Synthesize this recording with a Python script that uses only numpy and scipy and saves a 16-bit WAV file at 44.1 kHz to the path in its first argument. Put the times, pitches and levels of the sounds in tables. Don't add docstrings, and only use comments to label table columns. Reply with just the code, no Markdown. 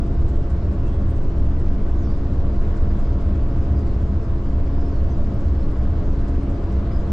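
import sys
import numpy as np
from scipy import signal
from scipy.fft import rfft, irfft
from scipy.io import wavfile
from scipy.ndimage import uniform_filter1d

SR = 44100
rng = np.random.default_rng(int(sys.argv[2]) if len(sys.argv) > 2 else 0)


def unload_wav(signal):
    wavfile.write(
        sys.argv[1],
        SR,
        np.round(np.clip(np.atleast_2d(signal).T, -1, 1) * 32767).astype(np.int16),
    )


N = 313992

DIESEL_HZ, CYLINDERS = 2.2797, 6
LOPE_AT = .47
# time in seconds, level change in dB.
SURGES = [(0.1, 0), (0.8, 0), (1.1, 1.5), (1.6, -.5), (2.2, -2), (2.6, 0), (3.2, 0), (3.7, 2.5), (4.3, -1),
          (4.7, 0), (5.2, 2), (5.6, -1), (5.9, 1.5), (6.3, -3), (7.0, 0)]


def gain_of(db):
    return 10 ** (np.asarray(db) / 20)


def unit_rms(x):
    return x / np.sqrt(np.mean(x ** 2) + 1e-20)


def at_hz(points, hz):
    f, value = np.transpose(points)
    return np.interp(np.log(hz + 1), np.log(f + 1), value)


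def add(mix, start_s, sound):
    part = mix[round(start_s * SR):][:len(sound)]
    part += sound[:len(part)]


def drift(top_hz):
    t = np.arange(0, N + 256, 256) / SR
    rates = np.geomspace(top_hz / 10, top_hz, 12)
    slow = sum(np.sin(2 * np.pi * (f * t + rng.random())) / np.sqrt(f) for f in rates)
    return np.interp(np.arange(N) / SR, t, unit_rms(slow))


def stereo(mid, side, hz):
    # frequency in Hz, side relative to mid in dB.
    width = [(30, -33.5), (60, -43), (110, -33.5), (200, -24), (380, -13.5), (700, -9), (1290, -6),
             (2380, -2), (4400, -4), (8120, -5.5), (15000, -1)]
    # frequency in Hz, left over right in dB.
    balance = [(60, 0.0), (110, 0.0), (200, 0.5), (380, 1.5), (700, 1.0), (1290, 1.5), (2380, 1.5),
               (4400, 1.0), (8120, 2.5), (15000, 1.5)]
    side = side * gain_of(at_hz(width, hz))
    lean = gain_of(at_hz(balance, hz) / 2)
    return np.array([(mid + side) * lean, (mid - side) / lean])


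def birds():
    # start and length in seconds, first, middle and last pitch in Hz, level in dB.
    chirps = [ (.82, .07, 2800, 2700, 2760, -62), (.872, .07, 3320, 3320, 3300, -64),
              (.94, .055, 3290, 3270, 3250, -70), (1.98, .04, 6600, 6650, 6550, -66),
              (2.015, .08, 6600, 5000, 4500, -65), (2.045, .04, 6200, 5350, 4800, -66),
              (2.09, .045, 4500, 4900, 4650, -63), (2.12, .035, 5900, 5450, 4900, -69),
              (2.155, .035, 4850, 5000, 5100, -67), (3.005, .075, 5100, 5000, 5050, -68),
              (3.745, .07, 5150, 4830, 4800, -66), (3.855, .075, 4850, 4380, 4200, -67),
              (4.775, .045, 5000, 5050, 5150, -66), (4.83, .075, 5050, 5250, 4900, -66),
              (4.91, .07, 4800, 4500, 4200, -67), (4.98, .026, 4280, 4180, 4050, -63),
              (4.803, .028, 6450, 5800, 5150, -67), (4.89, .02, 6900, 6650, 6400, -73),
              (4.975, .016, 6850, 6780, 6700, -68), (5.1, .028, 6300, 6050, 5850, -64),
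              (5.13, .022, 4750, 4950, 4950, -66), (5.592, .036, 5150, 5150, 5150, -63),
              (5.622, .023, 4350, 4250, 4150, -62), (6.9, .04, 2250, 2300, 2350, -60),
              (6.908, .032, 4650, 4930, 5080, -61), (6.94, .05, 5050, 4920, 5000, -62),
              (6.99, .022, 6900, 6720, 6550, -66), ]
    direct = np.zeros(N)
    for start_s, length_s, first_hz, middle_hz, last_hz, db in chirps:
        u = np.linspace(-1, 1, round(length_s * SR))
        hz = middle_hz + u * (last_hz - first_hz) / 2 + u ** 2 * ((first_hz + last_hz) / 2 - middle_hz)
        tremble = 1 + .017 * unit_rms(uniform_filter1d(rng.standard_normal(len(u)), 120))
        tone = np.sqrt(2) * np.sin(2 * np.pi * np.cumsum(hz * tremble) / SR)
        flutter_db = 2.5 * unit_rms(uniform_filter1d(rng.standard_normal(len(u)), 200)) - 2.5
        add(direct, start_s, gain_of(db + flutter_db) * tone * signal.windows.tukey(len(u), .25))
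    t = np.arange(8000) / SR
    shore = rng.standard_normal((2, 8000)) * gain_of(-60 * t / .25) * (t > .008)
    echoes = signal.oaconvolve(direct[None], shore / np.linalg.norm(shore[0]), axes=1)[:, :N]
    return direct * gain_of([[1], [-1]]) + gain_of(-1.5) * echoes


def ticks():
    # start in seconds, level in dB, centre frequency in Hz.
    clicks = [(3.28, -63, 10000), (5.912, -63, 10000), (6.0677, -62, 10000), (6.1904, -63, 10000),
              (6.4094, -58, 7000), (5.483, -48, 5000), (5.7152, -46, 8000), (6.2942, -47, 6000)]
    t, out = np.arange(800) / SR, np.zeros(N)
    from_centre_s = t - .0003
    treble_band = signal.butter(2, [4000, 10000], "band", fs=SR)
    for start_s, db, hz in clicks:
        snap = np.sin(2 * np.pi * hz * from_centre_s) * np.exp(-(from_centre_s * hz / .77) ** 2)
        tail = signal.lfilter(*treble_band, rng.standard_normal(800)) * np.exp(-t / .004)
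        add(out, start_s, gain_of(db) * (snap + .1 * tail))
    return out


def squeaks():
    # start in seconds, level in dB.
    rubs = [(0.124, -73), (0.272, -73), (0.487, -70), (0.714, -75), (0.866, -71), (0.92, -73), (1.092, -66),
            (1.143, -73), (1.3, -83), (1.37, -78), (1.58, -71), (2.47, -78), (3.35, -79), (3.79, -75),
            (4.006, -74), (5.332, -71), (5.393, -75), (6.415, -69)]
    mode_hz, width_hz, length_s = 8540, 120, .033
    radius = np.exp(-np.pi * width_hz / SR)
    resonator = [1, -2 * radius * np.cos(2 * np.pi * mode_hz / SR), radius ** 2]
    out = np.zeros(N)
    for start_s, db in rubs:
        rub = rng.standard_normal(3000)[:round(length_s * SR)]
        ring = unit_rms(signal.lfilter([1], resonator, rub))
        add(out, start_s, gain_of(db) / np.sqrt(2) * ring * signal.windows.tukey(len(rub), .6))
    return out * gain_of([[1.5], [-1.5]])


def shakes():
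    # rough time in seconds, level in dB.
    hard_shakes = [(0.06, -57), (0.205, -56), (0.28, -50.5), (0.35, -58), (0.5, -53), (0.71, -57.5),
                   (0.87, -53), (0.94, -57.5), (1.08, -54), (1.16, -54), (1.23, -58), (1.38, -61),
                   (1.45, -60), (1.59, -57), (1.88, -55), (2.11, -61), (2.32, -57), (2.55, -64),
                   (2.62, -60), (2.7, -64), (2.77, -55), (2.99, -51.5), (3.21, -55), (3.35, -62),
                   (3.57, -62), (3.72, -61), (3.79, -57), (3.86, -54), (4.01, -59), (4.23, -58),
                   (4.45, -63), (4.67, -63), (4.89, -63), (5.1, -64), (5.17, -59), (5.25, -63), (5.4, -57),
                   (5.62, -61), (5.84, -58), (6.05, -63), (6.27, -53), (6.49, -55), (6.71, -56)]
    firings_s = np.arange(.0583, N / SR, 1 / (CYLINDERS * DIESEL_HZ))
    db = -75 + rng.standard_normal(len(firings_s))
    for hard_s, hard_db in hard_shakes:
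        db[np.argmin(abs(firings_s - hard_s))] = hard_db
    return zip(firings_s, db)


def contacts(n, per_second=1600, spread_db=3):
    hits = rng.random(n) < per_second / SR
    size_db = spread_db * np.minimum(rng.exponential(1, n), 4)
    hiss = rng.standard_normal(n)
    clicks = hits * np.sign(hiss) * gain_of(size_db)
    return unit_rms(clicks) + .6 * hiss


def rattle():
    # frequency in Hz, gain in dB.
    colour = [(2000, -8), (4000, 0.5), (6000, 5), (7500, 7.5), (9500, -7), (10600, -6), (12000, -19),
              (16000, -25.5)]
    n, rise_s, t60_s = 6000, .005, .17
    t, out = np.arange(n) / SR, np.zeros((2, N))
    response = gain_of(at_hz(colour, np.fft.rfftfreq(n, 1 / SR)))
    for start_s, db in shakes():
        mid, side = contacts(n), contacts(n)
        envelope = (1 - np.exp(-t / rise_s)) * gain_of(db - 60 * t / t60_s) / 2
        for channel, chatter, lean_db in ((0, mid + .59 * side, 1.8), (1, mid - .87 * side, -1.7)):
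            burst = unit_rms(irfft(rfft(chatter) * response))
            add(out[channel], start_s, envelope * gain_of(lean_db) * burst)
    return out


def roar():
    # frequency in Hz, spectral density in dB.
    spectrum = [(8, -63), (20, -46.5), (45, -56), (135, -57), (300, -62.5), (760, -77.5), (1110, -77),
                (1560, -83), (2440, -92), (4440, -98), (7260, -106), (9000, -120), (12000, -133),
                (16000, -145)]
    # centre in Hz, width in Hz, lift in dB.
    humps = [(67, 34, 5.5), (109, 26, 5.5), (156.6, 8.1, 7), (204, 26, 6), (243, 6, 1.5), (260, 5.2, -2),
             (285.5, 9.8, 4.5), (307, 9.8, 0.5), (324.7, 19, 3.5), (342, 9, 8.5), (348.7, 15, -4),
             (376, 15, 5), (424, 29, 5.5), (463, 17, 5), (542.3, 27, 7), (591.4, 36, 9.5), (668, 100, 3.5),
             (1026, 260, 2), (669, 9, 1.5), (702, 15, 4), (751, 13, 5), (4960, 260, 2), (6600, 170, -3.5)]
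    # frequency in Hz, share of the surge.
    surge_share = [(70, 0.9), (350, 0.13), (2000, .05)]
    # frequency in Hz, rise in dB per second.
    growth = [(70, .1), (350, 0.06), (2000, 0.17)]
    # frequency in Hz, swing in dB.
    lope_depth = [(45, -1.5), (75, 4), (130, -1), (300, 0)]
    # time in seconds, level change in dB.
    midrange_level = [(0, -0.5), (2.3, 0), (2.75, 1.4), (3.3, .3), (4.3, -1), (5.3, -0.2), (7.1, 0.5)]
    # frequency in Hz, share of that change.
    midrange_share = [(250, 0), (450, 1), (3000, 1), (6000, .3)]
    bins_hz = np.fft.rfftfreq(N, 1 / SR)
    lift_db = sum(db / (1 + (2 * (bins_hz - centre) / width) ** 4) for centre, width, db in humps)
    colour = gain_of(at_hz(spectrum, bins_hz) + lift_db) * np.sqrt(SR / 2)
    mid, side = rfft(rng.standard_normal((2, N))) * colour
    steady = irfft(stereo(mid, side, bins_hz), N)
    hz, t, bands = signal.stft(steady, SR, nperseg=1024, noverlap=768)
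    swell_db = np.outer(at_hz(surge_share, hz), np.interp(t, *np.transpose(SURGES)))
    swell_db += np.outer(at_hz(growth, hz), t - t.mean())
    swell_db += np.outer(at_hz(lope_depth, hz), np.cos(2 * np.pi * (DIESEL_HZ * t - LOPE_AT)))
    swell_db += np.outer(at_hz(midrange_share, hz), np.interp(t, *np.transpose(midrange_level)))
    speckle = rng.standard_normal(bands.shape[1:])
    patches = unit_rms(uniform_filter1d(uniform_filter1d(speckle, 14, axis=0), 12, axis=1))
    puffs = np.cos(2 * np.pi * (CYLINDERS * DIESEL_HZ * t - .9))
    treble_depth_db = 3.6 * (hz / (hz + 6000))[:, None] ** 2
    bands = bands * gain_of(swell_db + (.49 + treble_depth_db) * patches + treble_depth_db * puffs)
    return signal.istft(bands, SR, nperseg=1024, noverlap=768)[1][:, :N]


def tone_swell(hz):
    # time in seconds, level change of the lower and of the upper group in dB.
    group_levels = [(.3, -3, 0), (.6, 0, 0), (.95, -5, -3), (1.3, 1, -2), (1.7, -3, -2), (2.0, 1.5, -1.5),
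                    (2.4, 0, -1), (2.75, -2, 3), (3.2, -3, 0), (3.55, 1, 1), (4.1, -6, 0), (4.5, 2, 0),
                    (5.2, 1.5, 1.5), (5.5, -1, -2), (5.75, -1, .5), (6.1, 2.5, 0), (6.5, 2.5, 0),
                    (6.8, -1, 0), (7.1, -1, 2)]
    group_edges = [(272, 283), (665, 700)]
    times, *curves = np.transpose(group_levels)
    return sum(np.interp(np.arange(N) / SR, times, db)
               for db, (low, high) in zip(curves, group_edges) if low < hz < high)


def machine(hz, tones, wander, waver_db, waver_hz, lope=0):
    cycles = hz * np.cumsum(1 + wander * drift(.5005)) / SR
    surge = gain_of(np.interp(np.arange(N) / SR, *np.transpose(SURGES)))
    throb = unit_rms(1 + lope * np.cos(2 * np.pi * (cycles - LOPE_AT))) * surge
    out = np.zeros((2, N))
    for multiple, db in tones:
        loping = lope > 0 and multiple >= 24
        scatter_cycles = .8 if loping else 1
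        phase = 2 * np.pi * (multiple * (cycles - LOPE_AT) + scatter_cycles * rng.random())
        waver = unit_rms(gain_of(waver_db * drift(waver_hz)))
        level = np.sqrt(2) * gain_of(db + tone_swell(multiple * hz)) * waver
        if loping:
            level *= throb
        mid, side = np.sin(phase), np.sin(phase + 2 * np.pi * rng.random())
        out += level * stereo(mid, side, multiple * hz)
    return out


def machinery_hums():
    # frequency in Hz (a multiple of 1 Hz), level in dB.
    hums = [(19.5, -37), (172.6, -52), (208.35, -49), (460.7, -56), (525.6, -59), (671.04, -53),
            (696.6, -61), (876, -69), (931.2, -64), (1207.8, -72), (1342.1, -71), (1380.4, -74)]
    return machine(1, hums, wander=.0002, waver_db=2, waver_hz=4)


def pump():
    # harmonic number, level in dB.
    harmonics = [(1, -40), (2, -40), (3, -51), (4, -54), (5, -51), (6, -59), (7, -65), (8, -63), (9, -69),
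                 (10, -73), (11, -67), (12, -80)]
    return machine(138.71, harmonics, wander=.0004, waver_db=1.8, waver_hz=5)


def generator():
    # multiple of the cycle rate, level in dB.
    harmonics = [(6, -26), (9, -40), (12, -36), (13, -49), (17, -52), (18, -48), (20, -39), (22, -50),
                 (25, -58), (26, -45), (27, -58), (28, -48), (30, -54), (32, -47), (33, -48), (34, -43),
                 (36, -62), (38, -52), (39, -62), (42, -53), (43, -60), (44, -56), (45, -60), (48, -62),
                 (50, -60), (51, -63), (52, -63), (54, -64), (55, -59)]
    return machine(9.9525, harmonics, wander=.0002, waver_db=.5, waver_hz=1.4)


def diesels():
    # multiple of its cycle rate, level in dB.
    first_tones = [(6, -26), (8, -28), (9, -33), (12, -32), (14, -47), (15, -38), (16, -40), (17, -46),
                   (18, -43), (19, -50), (20, -50), (21, -39), (22, -47), (24, -43), (25, -47), (27, -40),
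                   (28, -43), (29, -39), (30, -36), (32, -44), (33, -33), (34, -36), (35, -40), (36, -35),
                   (37, -44), (38, -44), (39, -44), (42, -46), (45, -46), (48, -50), (49, -54)]
    second_tones = [(6, -35), (8, -31), (9, -41), (10, -48), (12, -29), (15, -42), (19, -46), (22, -49),
                    (24, -47), (25, -45), (27, -38), (28, -45), (30, -37), (31, -45), (32, -41), (33, -41),
                    (34, -40), (36, -47), (37, -41), (38, -45), (39, -41), (41, -46), (42, -47), (44, -45),
                    (45, -43), (46, -47), (48, -48), (49, -47), (82, -51), (83, -49), (84, -48)]
    first = machine(DIESEL_HZ, first_tones, wander=.0014, waver_db=2, waver_hz=1.5, lope=.33)
    second = machine(2.3383, second_tones, wander=.0014, waver_db=2, waver_hz=1.5)
    return first + second


def scene():
    drone = diesels() + generator() + pump() + machinery_hums()
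    return drone + roar() + rattle() + squeaks() + ticks() + birds()


def record(dry):
    ceiling, drive_db, cutoff_hz = .55, 1, 15700
    rounded = ceiling * np.tanh(gain_of(drive_db) * dry / ceiling)
    low_pass = signal.firwin(511, cutoff_hz, window=("kaiser", 9), fs=SR)
    return signal.oaconvolve(rounded, low_pass[None], "same")


dry = scene()
out = record(dry)
unload_wav(out)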